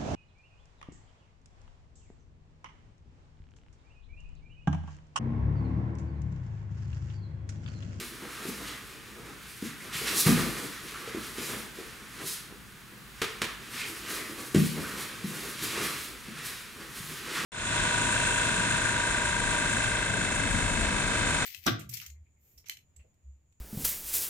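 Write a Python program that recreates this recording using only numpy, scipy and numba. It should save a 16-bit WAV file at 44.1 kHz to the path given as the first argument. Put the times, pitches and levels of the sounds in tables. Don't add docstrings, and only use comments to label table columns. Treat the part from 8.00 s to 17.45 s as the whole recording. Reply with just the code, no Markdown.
import sys
import numpy as np
from scipy import signal
from scipy.fft import rfft, irfft
from scipy.io import wavfile
from scipy.ndimage import uniform_filter1d
from numba import njit

SR = 44100
rng = np.random.default_rng(int(sys.argv[2]) if len(sys.argv) > 2 else 0)


def output_pcm(signal):
    pcm = np.clip(np.atleast_2d(signal).T, -1, 1) * 32767
    wavfile.write(sys.argv[1], SR, np.round(pcm).astype(np.int16))


N = 416744
T = np.arange(N) / SR


def undb(db):
    return 10 ** (np.asarray(db) / 20)


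def unit(x):
    return x / np.sqrt(np.mean(x ** 2))


def colour(x, table, share=1, size=8192):
    hz, db = np.transpose(table)
    bin_hz = np.arange(size // 2 + 1) * SR / size
    gain_db = share * np.interp(np.log(bin_hz + 1), np.log(hz + 1), db)
    cepstrum = irfft(gain_db * np.log(10) / 20)
    cepstrum[1:size // 2] *= 2
    cepstrum[size // 2 + 1:] = 0
    return signal.fftconvolve(x, irfft(np.exp(rfft(cepstrum))))[:len(x)]


@njit
def svf(x, hz, q):
    y = np.empty(len(x))
    mid, low, k = 0., 0., 1 / q
    for i in range(len(x)):
        g = np.tan(np.pi * hz[i] / SR)
        v = (mid + g * (x[i] - low)) / (1 + g * (g + k))
        mid, low = 2 * v - mid, low + 2 * g * v
        y[i] = k * v
    return y


def band(x, hz, q):
    return svf(x, np.full(len(x), float(hz)), float(q))


def walk(rate_hz):
    hold = int(SR / rate_hz)
    steps = np.repeat(rng.standard_normal(N // hold + 1), hold)[:N]
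    return uniform_filter1d(uniform_filter1d(steps, hold), hold)


def add(out, at_s, sound):
    i = int(at_s * SR)
    out[i:i + len(sound)] += sound[:len(out) - i]


def ventilation(hiss_db=-52.5):
    # frequency in Hz, relative density in dB.
    hiss_shape = [(18, -37), (30, 1.5), (203, 3.5), (457, -15.5), (610, -12), (1110, -1), (1530, 3),
                  (5360, -9), (10300, -9), (15700, -13.5)]
    # centre in Hz, width in Hz, level in dB.
    hum_bands = [(55.34, 6.9, -60.5), (124, 14.3, -60), (203, 19.3, -62)]
    hiss = unit(colour(rng.standard_normal(N), hiss_shape)) * undb(hiss_db + 1.1 * walk(3.46))
    hum = sum(undb(db) * unit(band(rng.standard_normal(N), hz, hz / width_hz))
              for hz, width_hz, db in hum_bands)
    return hiss + hum


def room_tail(gap_s=0.0066, rise_s=0.00897):
    # frequency in Hz, T60 in seconds.
    decay_times = [(100, 0.573), (300, 0.512), (1000, 0.735), (3000, 0.591), (7000, 0.38), (14000, 0.435)]
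    hz, t60_s = np.transpose(decay_times)
    tail, t = np.zeros(SR), T[:SR]
    for centre_hz in 40 * 2 ** np.arange(0, 9, .5):
        decay = undb(-60 * t / np.interp(np.log(centre_hz), np.log(hz), t60_s))
        tail += band(rng.standard_normal(SR), centre_hz, q=2.8) * decay
    tail *= np.clip((t - gap_s) / rise_s, 0, 1)
    return tail / np.sqrt(np.sum(tail ** 2))


def room(x, count=4, move_s=.12):
    # frequency in Hz, gain in dB.
    room_eq = [(60, 0), (250, -7), (500, -3), (1500, -2.5), (15000, 0)]
    fades = (np.cos(np.pi * (T / move_s - k) / count) ** (2 * count) for k in range(count))
    diffuse = sum(signal.fftconvolve(x * np.sqrt(fade), room_tail())[:N] for fade in fades)
    return colour(diffuse, room_eq)


def wall_echoes(blows):
    # delay in seconds, gain in dB.
    walls = [(.011, -7.5), (.024, -8), (.033, -15)]
    out = np.zeros(N)
    for delay_s, db in walls:
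        add(out, delay_s, undb(db) * blows)
    return out


def skin_squeaks():
    # start and length in seconds, first and last pitch in Hz, level in dB.
    catches = [(1.794, 0.043, 1780, 2500, -48.5), (2.932, 0.055, 1133, 1600, -43.5),
               (5.798, 0.053, 1995, 3210, -38.5), (6.188, 0.05, 2100, 1781, -43.5),
               (6.831, 0.034, 1303, 1594, -41), (9.362, 0.055, 1420, 1530, -42)]
    out = np.zeros(N)
    for start_s, length_s, from_hz, to_hz, db in catches:
        progress = np.arange(int(length_s * SR)) / (length_s * SR)
        hz = from_hz + (to_hz - from_hz) * progress
        noise = rng.standard_normal(SR // 8)[:len(progress)]
        chirp = svf(svf(noise, hz, q=5.3), hz, q=3.04)
        add(out, start_s, undb(db) * unit(chirp) * np.sin(np.pi * progress))
    return out


def palm_pats():
    # start in seconds, relative level in dB, spread in seconds, knock gain in dB.
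    pats = [(5.217, -12.5, 0.0011, -9.5), (5.4177, -12.5, 0.0011, -14.5)]
    # frequency in Hz, gain in dB.
    palm_eq = [(100, -7), (270, 1), (350, -9), (460, 5.5), (760, -0.5), (1360, -1.5), (1900, -0.5),
               (2300, -0.5), (3400, -2), (11000, -16.5), (16000, -21)]
    out, t = np.zeros(N), T[:SR // 10]
    knock = np.sin(2 * np.pi * 400 * t) * np.exp(-t / 0.00396)
    for start_s, db, spread_s, knock_db in pats:
        clap = colour(signal.unit_impulse(len(t)), palm_eq)
        clap /= np.abs(clap).max()
        for lag in (spread_s * SR * rng.uniform(.3, 1.7, size=3)).astype(int) + 1:
            loop = np.zeros(lag + 1)
            loop[[0, -1]] = 1, .68
            clap = signal.lfilter(loop[::-1], loop, clap)
        add(out, start_s, undb(db + 8.5) * clap + undb(db + knock_db) * knock)
    return out


def limb_thuds(slab_hz=55, slab_t60_s=0.53):
    # start in seconds, level in dB, contact pitch in Hz, damping per cycle,
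    # then ring, boom and smack gains in dB.
    landings = [(0.009, -32.5, 371, 1.9, -5.5, -25, -16.5), (0.452, -30, 361.9, 1.73, -2.5, -23.5, -16),
                (0.484, -28.5, 236, 1.3, -8, -25.5, -18.5), (1.623, -24, 253.8, 1.85, -7.5, -30, -15),
                (1.949, -37.5, 151, 2.04, -4, -25.5, -17), (2.014, -28.5, 431, 1.52, -2.5, -23, -16.5),
                (2.262, -19, 151, 2.53, 0, -25.5, -15.5), (2.271, -20, 177, 1.63, -13.5, -26, -17.5),
                (2.289, -13, 228.2, 1.71, -5, -19, -18), (2.307, -18.5, 238.5, 1.64, -6.5, -25.5, -14),
                (2.329, -27.5, 151, 2.1, -12.5, -27, -16.5), (2.376, -24, 271.4, 1.69, -5, -26, -19),
                (2.435, -25.5, 214, 2.1, -10, -31, -17), (3.075, -26.5, 462.6, 1.53, -7, -26.5, -19),
                (3.146, -22, 345.3, 1.76, -4, -26.5, -20.5), (3.382, -26.5, 355, 2.1, -5, -23.5, -16),
                (3.564, -37.5, 215.5, 1.6, -7.5, -25.5, -17), (3.786, -30, 378, 2.02, -7, -25, -17.5),
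                (4.235, -35.5, 457, 1.59, -5.5, -21.5, -17.5), (6.295, -30.5, 300, 1.66, -9, -26, -16.5),
                (6.546, -9.5, 320, 1.93, -5, -28.5, -15.5), (6.557, -14, 178.8, 1.74, -6.5, -26.5, -17.5),
                (6.579, -14.5, 218.6, 1.62, -7, -29, -15), (6.789, -38, 160.7, 1.95, -5, -26, -16.5),
                (6.906, -39, 202, 2.07, -7.5, -28, -17), (7.24, -25, 197.5, 1.51, -10.5, -26.5, -19),
                (7.616, -37, 151, 2.03, -10, -26, -17), (7.775, -24.5, 350.4, 1.73, -10, -26, -17.5),
                (8.281, -36.5, 204, 1.81, -7.5, -22, -15.5), (8.999, -42, 151, 1.74, -1.5, -26, -17.5),
                (9.314, -35, 337, 1.9, -9, -23, -17), (9.387, -39.5, 164, 2.07, -5.5, -26, -17)]
    # mode frequency in Hz, gain in dB, T60 in seconds.
    mat_modes = [(106.4, -1.5, 0.19), (151, -4, 0.405), (192.6, -0.5, 0.243), (232.43, 2, 0.229),
                 (300, -11.5, 0.059), (355, -14, 0.096), (456.1, -8.5, 0.069)]
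    out, t = np.zeros(N), T[:SR // 2]
    boom = np.sin(2 * np.pi * slab_hz * t) * (1 - np.exp(-t / 0.0227)) * undb(-60 * t / slab_t60_s)
    for start_s, db, hz, damping, ring_db, boom_db, smack_db in landings:
        u = damping * hz * t / 2
        give = (u * np.exp(1 - u)) ** 2
        hit = (np.sin(2 * np.pi * hz * t) + 0.249 * np.sin(2 * np.pi * 1.797 * hz * t)) * give
        modes = np.zeros(len(t))
        for mode_hz, mode_db, t60_s in mat_modes:
            spot_db, detune = rng.normal(0, [2.695, 0.0288])
            decay = undb(mode_db + spot_db - 60 * t / t60_s)
            modes += np.sin(2 * np.pi * mode_hz * (1 + detune) * t) * decay
        ring = signal.fftconvolve(hit[:SR // 10], modes)[:len(t)] * hz / SR
        smack = band(rng.standard_normal(len(t)), 2700, q=0.373) * np.exp(-t / 0.0058)
        thud = hit + undb(ring_db) * ring + undb(boom_db) * boom + undb(smack_db) * smack
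        add(out, start_s, undb(db) * thud)
    return out


def fibre_slips(scatter_db, flicker_db, rate_hz):
    clicks = rng.standard_normal(N) * undb(scatter_db * np.minimum(rng.exponential(size=N), 4))
    return clicks * undb(flicker_db * walk(rate_hz))


def rubbing():
    # time in seconds, drag in dB, drag centre in Hz, swish in dB,
    # weight shift in dB, foam pitch in Hz. Levels are relative.
    spells = [
        [(0.0, -40, 2400, -36, -47.5, 378), (0.1, -51.5, 2040, -47, -52, 267),
         (0.14, -49.5, 1610, -53.5, -49, 302), (0.32, -48.5, 1840, -48, -48.5, 243),
         (0.39, -43.5, 1860, -46.5, -51.5, 355), (0.42, -44.5, 1590, -46, -45, 344),
         (0.49, -44.5, 2200, -39, -41, 240.6), (0.56, -46.5, 1760, -48, -55, 216),
         (0.64, -43, 2120, -47, -42.5, 278), (0.68, -36, 2070, -51.5, -54, 302),
         (0.78, -51.5, 1790, -52, -53.5, 208), (0.94, -50.5, 1970, -51.5, -51, 276),
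         (1.03, -56, 1820, -71, -58.5, 230), (1.08, -50, 1830, -54, -52, 348),
         (1.14, -58.5, 1880, -61, -54, 279), (1.21, -57, 1730, -58.5, -46, 355),
         (1.26, -48, 1480, -56, -51.5, 276), (1.36, -51.5, 1610, -61.5, -54, 264),
         (1.5, -50, 2400, -45.5, -59.5, 198.5), (1.6, -56.5, 2240, -50.5, -56, 278),
         (1.65, -44, 2578, -40.5, -40, 228.7), (1.69, -46.5, 1560, -51.5, -51, 223.7),
         (1.76, -51, 1620, -54.5, -47, 219), (1.84, -46.5, 2040, -43.5, -49.5, 235),
         (1.89, -49.5, 1629, -50, -48.5, 339.8), (1.94, -34.5, 2000, -47, -50, 226),
         (1.97, -37, 2360, -35, -44.5, 213), (2.01, -39.5, 2380, -37, -46.5, 340),
         (2.04, -39, 2040, -36.5, -39.5, 382), (2.08, -28, 2920, -42.5, -45.5, 321),
         (2.14, -37, 2830, -30.5, -39.5, 294), (2.18, -35.5, 3700, -19.5, -45, 296),
         (2.21, -40.5, 3727, -21, -38, 262.6), (2.24, -40.5, 2760, -38.5, -43, 212),
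         (2.27, -26.5, 1978, -26, -23, 212), (2.3, -30.5, 1670, -28, -29.5, 220),
         (2.34, -35.5, 1940, -35, -29.5, 220), (2.39, -32, 1600, -34, -32.5, 258),
         (2.43, -42, 1509, -35.5, -41, 252.3), (2.47, -46, 1590, -36.5, -37, 306.2),
         (2.57, -40.5, 1674, -41, -38.5, 223), (2.63, -43, 1890, -41, -42, 286),
         (2.76, -47.5, 1690, -50.5, -55, 254), (2.86, -45, 1943, -48, -52, 261),
         (2.98, -45, 1447, -45.5, -51.5, 271.4), (3.05, -46, 1740, -53, -46.5, 412),
         (3.09, -41.5, 1632, -59, -57.5, 420), (3.18, -46, 1610, -49.5, -47.5, 284),
         (3.22, -46.5, 1813, -45.5, -53.5, 206.7), (3.28, -45, 1940, -46, -51, 319),
         (3.32, -49.5, 1940, -44.5, -54, 249), (3.37, -42, 1890, -42, -47.5, 336),
         (3.43, -40.5, 2210, -37, -42.5, 331.5), (3.53, -43, 2211, -37, -40, 366.4),
         (3.56, -43.5, 1900, -39, -41.5, 347), (3.73, -54.5, 1730, -56.5, -56.5, 234),
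         (3.77, -49, 1820, -47.5, -51.5, 359), (4.05, -50.5, 1601, -58.5, -52, 188),
         (4.21, -45, 1820, -46.5, -47, 297), (4.24, -47, 2230, -44, -44, 306), (4.28, -43, 3500, -30, -49, 245),
         (4.34, -44.5, 2961, -34, -55.5, 262), (4.39, -50.5, 3320, -53.5, -51, 203),
         (4.54, -65.5, 1760, -68.5, -57.5, 223), (5.03, -79, 1630, -72, -56, 182),
         (5.19, -50.5, 1910, -74.5, -57, 197)],
        [(5.62, -52.5, 1910, -56, -55.5, 205), (5.65, -53, 1850, -53, -56.5, 202),
         (5.75, -42.5, 1960, -42, -51, 305), (5.82, -36.5, 2530, -52, -48, 271.5),
         (5.87, -47, 2630, -41.5, -47.5, 228), (5.95, -49.5, 2000, -43, -44, 365),
         (6.06, -42.5, 1930, -48.5, -48, 284), (6.11, -39.5, 1900, -32, -41.5, 365),
         (6.21, -41, 1890, -41.5, -48, 277), (6.26, -45.5, 1852, -47, -52, 247.5),
         (6.43, -45, 1900, -41.5, -48.5, 307), (6.54, -50.5, 1790, -50, -55.5, 278),
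         (6.55, -35, 1860, -45, -45, 239), (6.61, -42, 1904, -34.5, -48, 212),
         (6.71, -45, 2660, -41, -56.5, 208), (6.77, -42.5, 1750, -45, -40, 241),
         (6.86, -41.5, 1480, -42.5, -41, 209), (6.95, -43, 1624, -44.5, -41.5, 315),
         (7.01, -38, 1508, -35.5, -43.5, 300), (7.05, -39.5, 1780, -45.5, -49, 211),
         (7.15, -46, 1660, -52, -56.5, 229), (7.23, -47.5, 1660, -48, -44, 198),
         (7.28, -44.5, 2040, -42.5, -48, 199.5), (7.41, -40, 1910, -42.5, -45.5, 238),
         (7.45, -43, 1810, -39, -46.5, 368), (7.5, -43.5, 1750, -38.5, -48, 296),
         (7.57, -46, 2180, -50, -52, 264), (7.64, -35.5, 2700, -29.5, -37.5, 258),
         (7.69, -37.5, 2310, -39.5, -47.5, 334), (7.77, -34.5, 2100, -46.5, -38.5, 342),
         (7.84, -32, 1839, -35, -33, 292), (7.92, -40, 2010, -39.5, -49.5, 226),
         (7.98, -39.5, 2210, -41.5, -47.5, 295), (8.04, -42.5, 2230, -37.5, -49, 251),
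         (8.09, -45.5, 2600, -46, -52.5, 319), (8.17, -50, 1870, -51.5, -55.5, 208),
         (8.4, -40, 1770, -59, -47.5, 222), (8.46, -41.5, 2030, -32.5, -51.5, 277.8),
         (8.51, -42.5, 2300, -43.5, -54.5, 273), (8.7, -52, 1820, -52.5, -52.5, 193),
         (8.8, -46.5, 1460, -53, -49.5, 208), (8.85, -51, 1530, -51.5, -52, 188),
         (8.94, -42.5, 1950, -48.5, -48.5, 277), (8.99, -43.5, 1848, -41.5, -44, 198.3),
         (9.18, -44, 1810, -46.5, -53, 218), (9.28, -39, 2160, -58, -44, 353),
         (9.32, -37, 2430, -48.5, -43, 301), (9.37, -34.5, 1680, -44, -49, 252),
         (9.45, -36.5, 2210, -48, -37.5, 297)],
    ]
    time_s, *columns = np.concatenate(spells).T
    drag_db, drag_hz, swish_db, weight_db, foam_hz = (np.interp(T, time_s, c) for c in columns)
    # frequency in Hz, gain in dB.
    swish_eq = [(300, -35.5), (2200, -17.5), (4000, 0.5), (8000, -1), (12000, 0), (16000, -5)]
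    rasp = fibre_slips(scatter_db=2.0, flicker_db=2.5, rate_hz=40)
    drag = unit(svf(rasp, drag_hz, q=0.797)) + 0.461 * unit(band(rasp, 1430, q=0.437))
    slide = fibre_slips(scatter_db=0.17, flicker_db=2.5, rate_hz=50)
    swish = unit(colour(slide, swish_eq))
    foam = fibre_slips(scatter_db=3.5, flicker_db=5.0, rate_hz=30)
    rumble = band(band(foam, 303, q=0.834), 283, q=0.215)
    weight = unit(svf(foam, foam_hz, q=1.04)) + 0.5176 * unit(rumble)
    return drag * undb(drag_db - 4.5) + swish * undb(swish_db - 4) + weight * undb(weight_db - 2.5)


def scene(room_db=-3.6475):
    # frequency in Hz, gain in dB.
    path_eq = [(30, -6.5), (100, -0.5), (440, -1), (580, -8.5), (870, -7), (1150, 2), (5000, -1.5),
               (11000, 2), (15700, -3.5)]
    # frequency in Hz, side gain in dB.
    side_eq = [(60, -12.5), (250, -10), (700, -12.5), (2400, -11), (4400, -8), (8000, -27.5), (15000, -3.5)]
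    blows = limb_thuds() + palm_pats()
    near = colour(rubbing() + skin_squeaks() + blows, path_eq)
    echoes = colour(wall_echoes(blows), path_eq)
    mid = near + echoes + undb(room_db) * room(near) + ventilation()
    side = colour(undb(0.5) * room(near) + undb(5.5) * ventilation(), side_eq)
    return np.array([mid + side, mid - side])


def record(dry):
    # frequency in Hz, left minus right in dB.
    mismatch = [(60, 1), (110, 2), (200, 1.0), (380, 0), (700, 0), (1290, -1.0), (2380, -1.0), (4400, -0.5),
                (8120, -0.5), (15000, 1.5)]
    top_hz = 15750
    pair = [colour(dry[0], mismatch, share=.5), colour(dry[1], mismatch, share=-.5)]
    return signal.sosfilt(signal.ellip(12, .2, 80, top_hz, fs=SR, output="sos"), pair)


dry = scene()
out = record(dry)
output_pcm(out)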